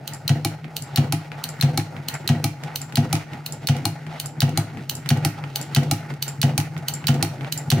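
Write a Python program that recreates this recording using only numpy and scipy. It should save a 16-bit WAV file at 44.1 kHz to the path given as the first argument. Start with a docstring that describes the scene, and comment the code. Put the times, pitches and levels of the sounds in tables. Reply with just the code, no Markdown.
"""Hand-cranked sewing machine

An old cast-iron machine runs on a wooden table, about one and a half stitches a second. Bearings hum and whirr
(filtered noise). In each turn the shuttle clacks, a small spring pings (sines), a cam catches, the feed shoves
frame and table into a low thump (ringing modes), and the foot drops back; loose joints tick and levers knock.
Clicks are short noise bursts with a tone colour. A close stereo microphone hears it in a small room."""
import sys
import numpy as np
from scipy import signal
from scipy.fft import rfft, irfft
from scipy.io import wavfile
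from scipy.ndimage import uniform_filter1d, map_coordinates

SR = 44100
rng = np.random.default_rng(int(sys.argv[2]) if len(sys.argv) > 2 else 0)


def generate_wav(sig):
    """Save sig (samples, or channels by samples) to the path in sys.argv[1] as 16-bit PCM at SR."""
    pcm = np.round(np.clip(np.atleast_2d(sig).T, -1, 1) * 32767).astype(np.int16)
    wavfile.write(sys.argv[1], SR, pcm)


N = 343980
TIME = np.arange(N) / SR

# ways in which frame and table ring:
# (frequency [Hz], time to fade by 60 dB [s], level under the feed [dB], level under the foot [dB])
BODY_MODES = [(105.5, 0.23, -6, -5.5), (139.3, 0.17, 7.5, -8), (158.1, 0.37, -16, -9),
              (237.3, 0.23, -7, -20.5), (274, 0.17, -42, -14), (301.3, 0.3, -24.5, -16.5),
              (332.3, 0.148, -33, -12.5), (382.5, 0.31, -26.5, -61), (498.3, 0.2, -29, -52),
              (689.2, 0.21, -21, -19.5), (721.2, 0.084, -20, -33), (772, 0.055, -19.5, -7),
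              (831.2, 0.16, -21.5, -15.5), (1252, 0.088, -46, -28), (1514, 0.057, -31.5, -32),
              (1914, 0.089, -23.5, -29), (2272, 0.071, -28, -19), (2849, 0.173, -30.5, -28)]
# colour of oiled parts rubbing or knocking: (frequency [Hz], level [dB])
RUBBING_TONE = [(150, -5.5), (380, -1.5), (450, 0.5), (600, 1), (700, 2), (850, 9), (1030, -5.5),
                (1450, 1.5), (1700, -5.5), (1950, -0.5), (3300, -12.5), (4600, -13.5), (8000, -21.5),
                (16000, -28)]
# one turn of the hand wheel for each stitch: (shuttle strike time [s], wait for the cam [s],
# wait from cam to foot [s], shuttle level [dB], spring ring level [dB])
STITCH_TURNS = [(0.077, .2014, .1699, -24.5, -7), (0.7663, .1931, .1645, -21, -9),
                (1.4395, .1714, .1644, -21, -2), (2.085, .1909, .1656, -20, -1),
                (2.7584, .1976, .1724, -20, 3), (3.4625, .2088, .1825, -23.5, -4),
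                (4.1994, .2051, .1701, -22, -3), (4.8964, .1932, .1597, -19, -6),
                (5.5584, .1895, .1643, -18.5, 0), (6.225, .1905, .1629, -18.5, 6),
                (6.8838, .1859, .1567, -18.5, 8), (7.524, .1782, .155, -19.5, 6)]

# the parts are geared to the wheel and act at fixed angles after the shuttle's strike (turns)
SPRING_ANGLE, CAM_ANGLE, FEED_ANGLE, FOOT_ANGLE = .082, .285, .305, .53
# strength of each blow half way through the run, before the part's own gain (dB)
SPRING_DB, CAM_DB, FEED_DB, FOOT_DB = -30, -17.5, -22.5, -20
FEED_THUMP_DB, FOOT_THUMP_DB = -15, -20.5
# the hand slowly drives harder: change of the clicks and of the thumps over the run (dB)
CLICK_RISE_DB, THUMP_RISE_DB = 2, -0.1


def undb(db):
    """Decibels to gain."""
    return 10 ** (np.asarray(db) / 20)


def unit(x):
    """Scale to rms 1."""
    return x / np.sqrt(np.mean(x ** 2))


def along(points, hz):
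    """Read (Hz, value) points on a log-frequency axis."""
    f, value = np.transpose(points)
    return np.interp(np.log(hz + 1), np.log(f), value)


def convolve(x, response):
    """Pass sound through a response, keeping the scene's length."""
    return signal.fftconvolve(np.atleast_2d(x), np.atleast_2d(response), axes=1)[:, :N]


def tone(points, size=8192):
    """A response of unit energy with the given colour that starts at once, with no ringing beforehand."""
    hz = np.arange(size // 2 + 1) * SR / size
    cepstrum = irfft(np.log(undb(along(points, hz))))
    # folding the second half onto the first puts the energy as early as possible
    cepstrum[1:size // 2] *= 2
    cepstrum[size // 2 + 1:] = 0
    response = irfft(np.exp(rfft(cepstrum)))
    return response / np.linalg.norm(response)


def add(out, s, sound):
    """Mix a sound in at time s."""
    i = max(int(s * SR), 0)
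    part = out[..., i:i + sound.shape[-1]]
    part += sound[..., :part.shape[-1]]


def walk(rate):
    """Smooth random drift with a spread near 1, taking a new value rate times a second."""
    k = max(int(SR / rate), 1)
    steps = np.repeat(rng.standard_normal(N // k + 1), k)
    return 1.2 * uniform_filter1d(steps, k)[:N]


def stereo(mid, side, side_db):
    """Left and right from a shared and an opposed part."""
    opposed = side * np.array([[1], [-1]])
    return (mid + undb(side_db) * opposed) / np.hypot(1, undb(side_db))


def wheel():
    """The wheel's progress as (times s, angles in turns); it runs on before and after."""
    times = np.cumsum(np.array(STITCH_TURNS)[:, :3], axis=1)
    times = np.vstack([2 * times[0] - times[1], times, 2 * times[-1] - times[-2]])
    angles = np.arange(-1, len(STITCH_TURNS) + 1)[:, None] + [0, CAM_ANGLE, FOOT_ANGLE]
    return times.ravel(), angles.ravel()


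def passes(angle):
    """The moments at which the wheel passes an angle, one for each stitch."""
    times, angles = wheel()
    return np.interp(np.arange(len(STITCH_TURNS)) + angle, angles, times)


def drive(s):
    """The hand's effort, growing evenly from -.5 to .5."""
    return s / TIME[-1] - .5


def hurry():
    """How much faster than usual the wheel is turning, in tenths."""
    strikes = passes(0)
    speed = 1 / np.diff(strikes)
    midway = (strikes[1:] + strikes[:-1]) / 2
    return 10 * (np.interp(TIME, midway, speed) / speed.mean() - 1)


def blows(angle, click_db, thump_db=0):
    """A part strikes once a turn, its level following the effort: rows of (s, click dB, thump dB)."""
    s = passes(angle)
    return np.c_[s, click_db + CLICK_RISE_DB * drive(s), thump_db + THUMP_RISE_DB * drive(s)]


def loose_blows(parts, scatter_db):
    """Loose parts (angle, dB) strike once a turn with random strength: rows of (s, dB)."""
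    rows = np.vstack([blows(angle, db) for angle, db in parts])
    return np.c_[rows[:, 0], rows[:, 1] + scatter_db * rng.standard_normal(len(rows))]


def chatter(contact_s, size=1024):
    """Steel meeting steel: a burst of tiny impacts with a flattened spectrum, rms 1 over 5 ms."""
    age = np.arange(size) / SR / contact_s
    spectrum = rfft(rng.standard_normal(size) * age * np.exp(-age))
    flattened = spectrum / (np.abs(spectrum) + 1e-12) ** .7
    burst = irfft(flattened)[:size // 2]
    return burst / np.linalg.norm(burst) * np.sqrt(.005 * SR)


def clicks(rows, colour, contact_s, gain_db, side_db, rebound_s, rebound_db):
    """Each blow chatters, rebounds once and rings the part that is struck."""
    force = np.zeros((2, N))
    for s, db, *_ in rows:
        strike = stereo(chatter(contact_s), chatter(contact_s), side_db)
        add(force, s, undb(db) * strike)
        late, size = rng.standard_normal(2)
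        bounce = stereo(chatter(contact_s), chatter(contact_s), side_db)
        bounce_s = s + rebound_s * (1 + .15 * late)
        bounce_db = db + min(rebound_db + 2 * size, -2)
        add(force, bounce_s, undb(bounce_db) * bounce)
    return undb(gain_db) * convolve(force, tone(colour))


def thumps(rows, mode_db, delay_s, push_cycles, gain_db, scatter_db):
    """A shove builds up each body mode over its cycles; neighbours swing opposite ways, so it swells and beats."""
    t = np.arange(SR // 2) / SR
    hz, t60 = np.array(BODY_MODES).T[:2, :, None]
    sign = (-1) ** np.arange(len(BODY_MODES))[:, None]
    build_up = 1 - np.exp(-(t * hz / push_cycles) ** 2)
    envelope = build_up * np.exp(-np.log(1000) * t / t60)
    out = np.zeros(N)
    for s, _, db in rows:
        detune, size = rng.standard_normal((2, len(BODY_MODES), 1))
        swing = np.sin(2 * np.pi * hz * (1 + 0.0033 * detune) * t)
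        strength = sign * undb(mode_db[:, None] + scatter_db * size)
        ring = (strength * envelope * swing).sum(0)
        # the first 50 ms set the level
        add(out, s + delay_s, undb(db + gain_db) * ring / np.std(ring[:SR // 20]))
    return out


def frame_ring(x, mode_db):
    """The frame's modes, kept ringing by whatever shakes them."""
    t = np.arange(SR // 3) / SR
    hz, t60 = np.array(BODY_MODES).T[:2, :, None]
    modes = undb(mode_db[:, None]) * np.sin(2 * np.pi * hz * t) * np.exp(-np.log(1000) * t / t60)
    return convolve(x, modes.sum(0))


def light_touch(corner_hz, slope_db):
    """A light contact hardly moves the heavy low modes: dB for each mode, slope_db per octave."""
    return slope_db * np.minimum(np.log2(np.array(BODY_MODES)[:, 0] / corner_hz), 0)


def load():
    """Rumble and rubbing in dB: each stroke adds a smooth swell to the free-running level."""
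    # strokes that load the bearings once a turn:
    # (angle [turns], half width [turns], rumble level [dB], rubbing level [dB])
    loading_strokes = [(0.086, 0.032, -31, -39), (.262, 0.0158, -27, -44), (.415, 0.021, -21, -35.5),
                       (.52, 0.058, -23.5, -40.5), (0.842, 0.042, -29, -48.5)]
    turn = np.interp(TIME, *wheel())
    # power of the bearings running free, before their gains
    rumble, rub = undb(-35) ** 2, undb(-41.5) ** 2
    for angle, width, rumble_db, rub_db in loading_strokes:
        away = (turn - angle + .5) % 1 - .5
        swell = np.exp(-(away / width) ** 2)
        rumble = rumble + swell * undb(rumble_db) ** 2
        rub = rub + swell * undb(rub_db) ** 2
    return 10 * np.log10(rumble), 10 * np.log10(rub)


def bearings(rumble_db, rub_db, grain_db, flutter_db, effort_db, sing_db):
    """Shafts and slides rub with the load of each turn: a hum in the table and a gritty whirr above it."""
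    # colour of the hum: (frequency [Hz], level [dB])
    hum_tone = [(30, -60.5), (75, -56), (95, -14), (107, -6), (120, -18.5), (138, 2.5), (156, 4),
                (175, -22), (230, -15), (330, -20), (450, -28), (900, -66)]
    hum_db, whirr_db = load()
    # a wheel turning a tenth faster makes the hum 1.5 dB louder
    effort = effort_db * drive(TIME) + 1.5 * hurry()
    hum = convolve(stereo(*rng.standard_normal((2, N)), side_db=-27), tone(hum_tone))
    # the load, not chance, sets its strength
    hum = hum / np.sqrt(uniform_filter1d(np.mean(hum ** 2, axis=0), SR // 12))
    grit = undb(grain_db * walk(500) + flutter_db * walk(45))
    scrape = grit * stereo(*rng.standard_normal((2, N)), side_db=-7.5)
    whirr = unit(convolve(scrape, tone(RUBBING_TONE)))
    singing = frame_ring(whirr, np.array(BODY_MODES)[:, 2] + light_touch(2100, 9.3))
    whirr = whirr + undb(sing_db) * unit(singing)
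    # effort changes the whirr less than the hum
    return hum * undb(hum_db + rumble_db + effort) + whirr * undb(whirr_db + rub_db + 0.43 * effort)


def uneven(x, low_hz, high_hz, swing_db):
    """The touching spots keep changing, so four bands of the rubbing swell independently."""
    edges = np.geomspace(low_hz, high_hz, num=5)
    out = x
    for lo, hi in zip(edges, edges[1:]):
        band_filter = signal.butter(1, [lo, hi], "band", fs=SR, output="sos")
        band = signal.sosfiltfilt(band_filter, x)
        out = out + band * (undb(swing_db * walk(22)) - 1)
    return out


def shuttle(scuff_s, scuff_db):
    """The shuttle scuffs along its race just before it strikes the end."""
    # colour of the clack: (frequency [Hz], level [dB])
    clack_tone = [(400, -29), (2300, -16.5), (3000, -2), (3400, -10), (4350, 2), (5150, -14.5), (6200, -6),
                  (7300, -13.5), (9000, -8), (10000, -12.5), (12800, -10.5), (14600, -2), (16000, -15)]
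    strikes = np.array(STITCH_TURNS)[:, ::3]  # time and shuttle level
    early = strikes - [scuff_s, 0]
    scuff = clicks(early, clack_tone, contact_s=0.0025, gain_db=scuff_db, side_db=-3,
                   rebound_s=0.012, rebound_db=-3)
    return scuff + clicks(strikes, clack_tone, contact_s=0.00058, gain_db=0.5, side_db=-10.5,
                          rebound_s=0.04, rebound_db=-28)


def spring(ring_hz, ring_width_hz, ring_t60, ring_db):
    """A light tap that leaves a cluster of close wire modes singing."""
    # colour of the tap: (frequency [Hz], level [dB])
    tap_tone = [(1000, -21), (3000, -37), (4900, -7), (6700, -12), (7330, 3.5), (7900, -5.5), (9200, -14),
                (9900, -3), (11000, -17.5), (11800, -11.5), (16000, -31.5)]
    taps = blows(SPRING_ANGLE, SPRING_DB)
    out = clicks(taps, tap_tone, contact_s=0.00108, gain_db=2.0, side_db=3.0,
                 rebound_s=0.012, rebound_db=-8.5)
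    t = np.arange(SR // 3) / SR
    hz = ring_hz + ring_width_hz * np.linspace(-.5, .5, num=5)[:, None]
    fade = (1 - np.exp(-t / .0005)) * np.exp(-np.log(1000) * t / ring_t60)
    for (s, db, _), (*_, sing_db) in zip(taps, STITCH_TURNS):
        # each microphone hears the wire from its own angle
        phase = rng.random((2, len(hz), 1))
        ring = np.sin(2 * np.pi * (hz * t + phase)).mean(1) * fade
        add(out, s, undb(db + sing_db + ring_db) * ring)
    return out


def cam():
    """The cam catches once a turn with a hard, bright click."""
    # colour of the catch: (frequency [Hz], level [dB])
    catch_tone = [(500, -54), (1500, -15.5), (3100, -1), (3500, -3.5), (4000, 9), (4450, 8), (4900, -2),
                  (5900, -3.5), (7400, -9.5), (8700, -5), (10300, -5), (12500, -5.5), (14500, -3),
                  (16000, 2)]
    return clicks(blows(CAM_ANGLE, CAM_DB), catch_tone, contact_s=0.00063, gain_db=1.5, side_db=-6.0,
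                  rebound_s=0.0014, rebound_db=-4.0)


def feed_click(feed):
    """The feed's steel contact as it starts its shove."""
    # colour of the contact: (frequency [Hz], level [dB])
    contact_tone = [(300, -19), (800, -1), (1050, -4), (1500, 1), (2200, -4), (2950, 4.5), (3600, -1.5),
                    (4300, -2), (5100, -4.5), (5800, -1.5), (7500, -7.5), (11000, -10.5), (15500, -29)]
    return clicks(feed, contact_tone, contact_s=0.0014, gain_db=2.0, side_db=-8.5,
                  rebound_s=0.0059, rebound_db=-7)


def feed_thump(feed):
    """The feed shoves frame and table, then its lever knocks lightly at the end of its travel."""
    under_feed = np.array(BODY_MODES)[:, 2]
    shove = thumps(feed, under_feed, delay_s=0.00317, push_cycles=1.83, gain_db=0.5, scatter_db=2)
    end_stop = under_feed + light_touch(484, 19.3)
    return shove + thumps(feed, end_stop, delay_s=.059, push_cycles=2.5, gain_db=-23, scatter_db=3)


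def judder(feed, start_s, length_s, gain_db, scatter_db, count):
    """The loaded feed judders along its stroke in small irregular knocks."""
    # colour of the knocks: (frequency [Hz], level [dB])
    knock_tone = [(120, -28), (240, 1.5), (300, 3.5), (380, -0.5), (440, -13.5), (505, 6), (590, -12),
                  (700, 0.5), (830, -4), (1000, -14), (2000, -27.5), (4000, -31), (12000, -42)]
    force = np.zeros(N)
    for s, _, db in feed:
        when = s + start_s + length_s * (np.arange(count) + rng.random(count)) / count
        for t, size in zip(when, rng.standard_normal(count)):
            add(force, t, undb(db + gain_db + scatter_db * size) * chatter(0.00038))
    return convolve(force, tone(knock_tone))


def linkage():
    """Loose joints tick in every turn and sometimes snag; each tick mixes a rattle with a sharp edge."""
    # joints whose play is taken up once a turn: (angle [turns], rattle level [dB], sharp edge level [dB])
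    joints = np.array([(.339, -32, -53), (0.411, -44, -39.5), (0.564, -34.5, -34), (.818, -31.5, -50)])
    # now and then a joint snags: (time [s], rattle level [dB], sharp edge level [dB])
    snags = np.array([(1.6002, -34, -40), (2.9234, -33.5, -39), (5.0593, -29.5, -38), (5.8308, -37, -37),
                      (6.1383, -39, -43), (6.7771, -49, -38), (7.0414, -29, -48), (7.142, -48, -33),
                      (7.4458, -28.5, -48)])
    # colours of the rattle and of the sharp edge: (frequency [Hz], level [dB])
    rattle_tone = [(400, 1.5), (1400, 7), (2300, 10), (3500, 0), (4600, -5.5), (7000, -23), (16000, -26.5)]
    edge_tone = [(3000, 3), (7000, 1), (9500, -3), (12500, -6), (16000, -12)]
    rattles = np.vstack([loose_blows(joints[:, :2], scatter_db=3), snags[:, :2]])
    edges = np.vstack([loose_blows(joints[:, ::2], scatter_db=6), snags[:, ::2]])
    rattle = clicks(rattles, rattle_tone, contact_s=0.00068, gain_db=-4.0, side_db=-5,
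                    rebound_s=0.011, rebound_db=-17)
    return rattle + clicks(edges, edge_tone, contact_s=0.00114, gain_db=-1, side_db=6,
                           rebound_s=0.009, rebound_db=-13)


def foot_click(foot):
    """The foot drops back: a very short steel contact with a strong, quick rebound."""
    # colour of the contact: (frequency [Hz], level [dB])
    drop_tone = [(300, -27), (1300, -6.5), (1700, -18.5), (2300, -7), (3700, -9.5), (4200, 1.5), (4800, -8),
                 (5600, -5.5), (6700, -9), (8200, -11), (9500, -4.5), (12000, -13.5), (14300, -8),
                 (16000, -14.5)]
    return clicks(foot, drop_tone, contact_s=0.00024, gain_db=2, side_db=-7.0,
                  rebound_s=0.002, rebound_db=-0.5)


def foot_thump(foot):
    """The dropping foot sets frame and table ringing."""
    under_foot = np.array(BODY_MODES)[:, 3]
    return thumps(foot, under_foot, delay_s=0.00118, push_cycles=1.0, gain_db=-1.5, scatter_db=1.5)


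def levers(gain_db, corner_hz, slope_db):
    """Levers reverse with a soft, oiled knock that rings the frame's middle modes."""
    # where each lever reverses: (angle [turns], level [dB])
    reversals = [(.665, -41), (.768, -49.5), (.82, -41), (.87, -43.5), (.908, -43)]
    knocks = clicks(loose_blows(reversals, scatter_db=2), RUBBING_TONE, contact_s=0.0025, gain_db=-2,
                    side_db=-18, rebound_s=0.006, rebound_db=-4.5)
    ring = frame_ring(knocks, np.array(BODY_MODES)[:, 2] + light_touch(corner_hz, slope_db))
    return knocks + undb(gain_db) * np.std(knocks) * unit(ring)


def room(x, near_db, near_t60, far_db, onset_s):
    """Quick reflections between frame and table top, then the tail of the small room."""
    # how long the room rings: (frequency [Hz], time to fade by 60 dB [s])
    fade_times = [(200, 0.85), (1000, 0.34), (4000, 0.34), (9000, 0.22), (16000, 0.24)]
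    # colour of the tail: (frequency [Hz], level [dB])
    tail_tone = [(500, 5.5), (2300, 2), (3200, -0.5), (4200, -4), (5300, -0.5), (7000, 1.5), (10000, 0),
                 (16000, -3)]
    t = np.arange(SR // 2) / SR
    hz = np.arange(len(t) // 2 + 1) * SR / len(t)
    noise = rfft(rng.standard_normal((2, len(t))))
    tail = 0
    for (_, t60), band in zip(fade_times, np.eye(len(fade_times))):
        weight = along(np.c_[np.array(fade_times)[:, 0], band], hz)
        tail = tail + irfft(noise * weight, len(t)) * np.exp(-np.log(1000) * t / t60)
    tail = convolve(tail * (1 - np.exp(-t / onset_s)), tone(tail_tone))[:, :len(t)]
    near = rng.standard_normal((2, len(t))) * np.exp(-np.log(1000) * t / near_t60) * (t > .0015)
    response = sum(undb(db) * r / np.linalg.norm(r[0]) for r, db in ((near, near_db), (tail, far_db)))
    return convolve(x, response)


def shifting_room(x, count):
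    """The reflections change as the microphone moves, each pattern fading into the next."""
    place = TIME / TIME[-1] * (count - 1)
    shares = np.sqrt(np.maximum(1 - np.abs(place - np.arange(count)[:, None]), 0))
    return sum(room(x * share, near_db=-6.5, near_t60=0.087, far_db=-8.5, onset_s=0.0076)
               for share in shares)


def approach(x, treble_hz, start_db, end_db, lag_s):
    """The microphone drifts towards the needle: more treble, and the sound reaches the left side first."""
    way = TIME / TIME[-1]
    treble_filter = signal.butter(1, treble_hz, "high", fs=SR, output="sos")
    treble = signal.sosfiltfilt(treble_filter, x)
    left, right = x + treble * (undb(start_db + (end_db - start_db) * way) - 1)
    # the lag grows over the first half, then holds
    lag = lag_s * SR * np.minimum(2 * way, 1)
    return np.array([left, map_coordinates(right, [np.arange(N) - lag], order=5)])


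def scene():
    """All the parts of the running machine; only the steel clicks are echoed by the room."""
    rubbing = bearings(rumble_db=-2.0, rub_db=-2.0, grain_db=1.5, flutter_db=2.5, effort_db=4.5, sing_db=-14.5)
    rubbing = uneven(rubbing, low_hz=463, high_hz=4600, swing_db=3.0)
    feed = blows(FEED_ANGLE, FEED_DB, FEED_THUMP_DB)
    foot = blows(FOOT_ANGLE, FOOT_DB, FOOT_THUMP_DB)
    steel = shuttle(scuff_s=0.0044, scuff_db=-13)
    steel += spring(ring_hz=7300, ring_width_hz=370, ring_t60=0.07, ring_db=4.0)
    steel += cam()
    steel += feed_click(feed)
    steel += linkage()
    steel += foot_click(foot)
    body = feed_thump(feed) + foot_thump(foot)
    body = body + judder(feed, start_s=0.011, length_s=.1, gain_db=-19, scatter_db=1.5, count=9)
    body = body + levers(gain_db=2, corner_hz=700, slope_db=13)
    echo = shifting_room(steel, count=4)
    return approach(steel + body + rubbing + echo, treble_hz=5970, start_db=-4.0, end_db=-0.5, lag_s=.00002)


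def record(dry):
    """The two microphones differ in colour; the top is cut off above 15.8 kHz."""
    # the right microphone faces the needle end and hears more treble:
    # (frequency [Hz], right minus left level [dB])
    right_tilt = [(250, -1), (1500, 0), (2900, 3), (4200, 0.5), (6200, 1), (8500, 0), (11000, 1.5),
                  (14000, 5.5)]
    tilt_db = along(right_tilt, np.arange(N // 2 + 1) * SR / N)
    heard = irfft(rfft(dry) * undb(tilt_db * np.array([[-.5], [.5]])), N)
    top_cut = signal.ellip(8, .2, 70, 15800, fs=SR, output="sos")
    return signal.sosfilt(top_cut, heard)


dry = scene()
out = record(dry)
generate_wav(out)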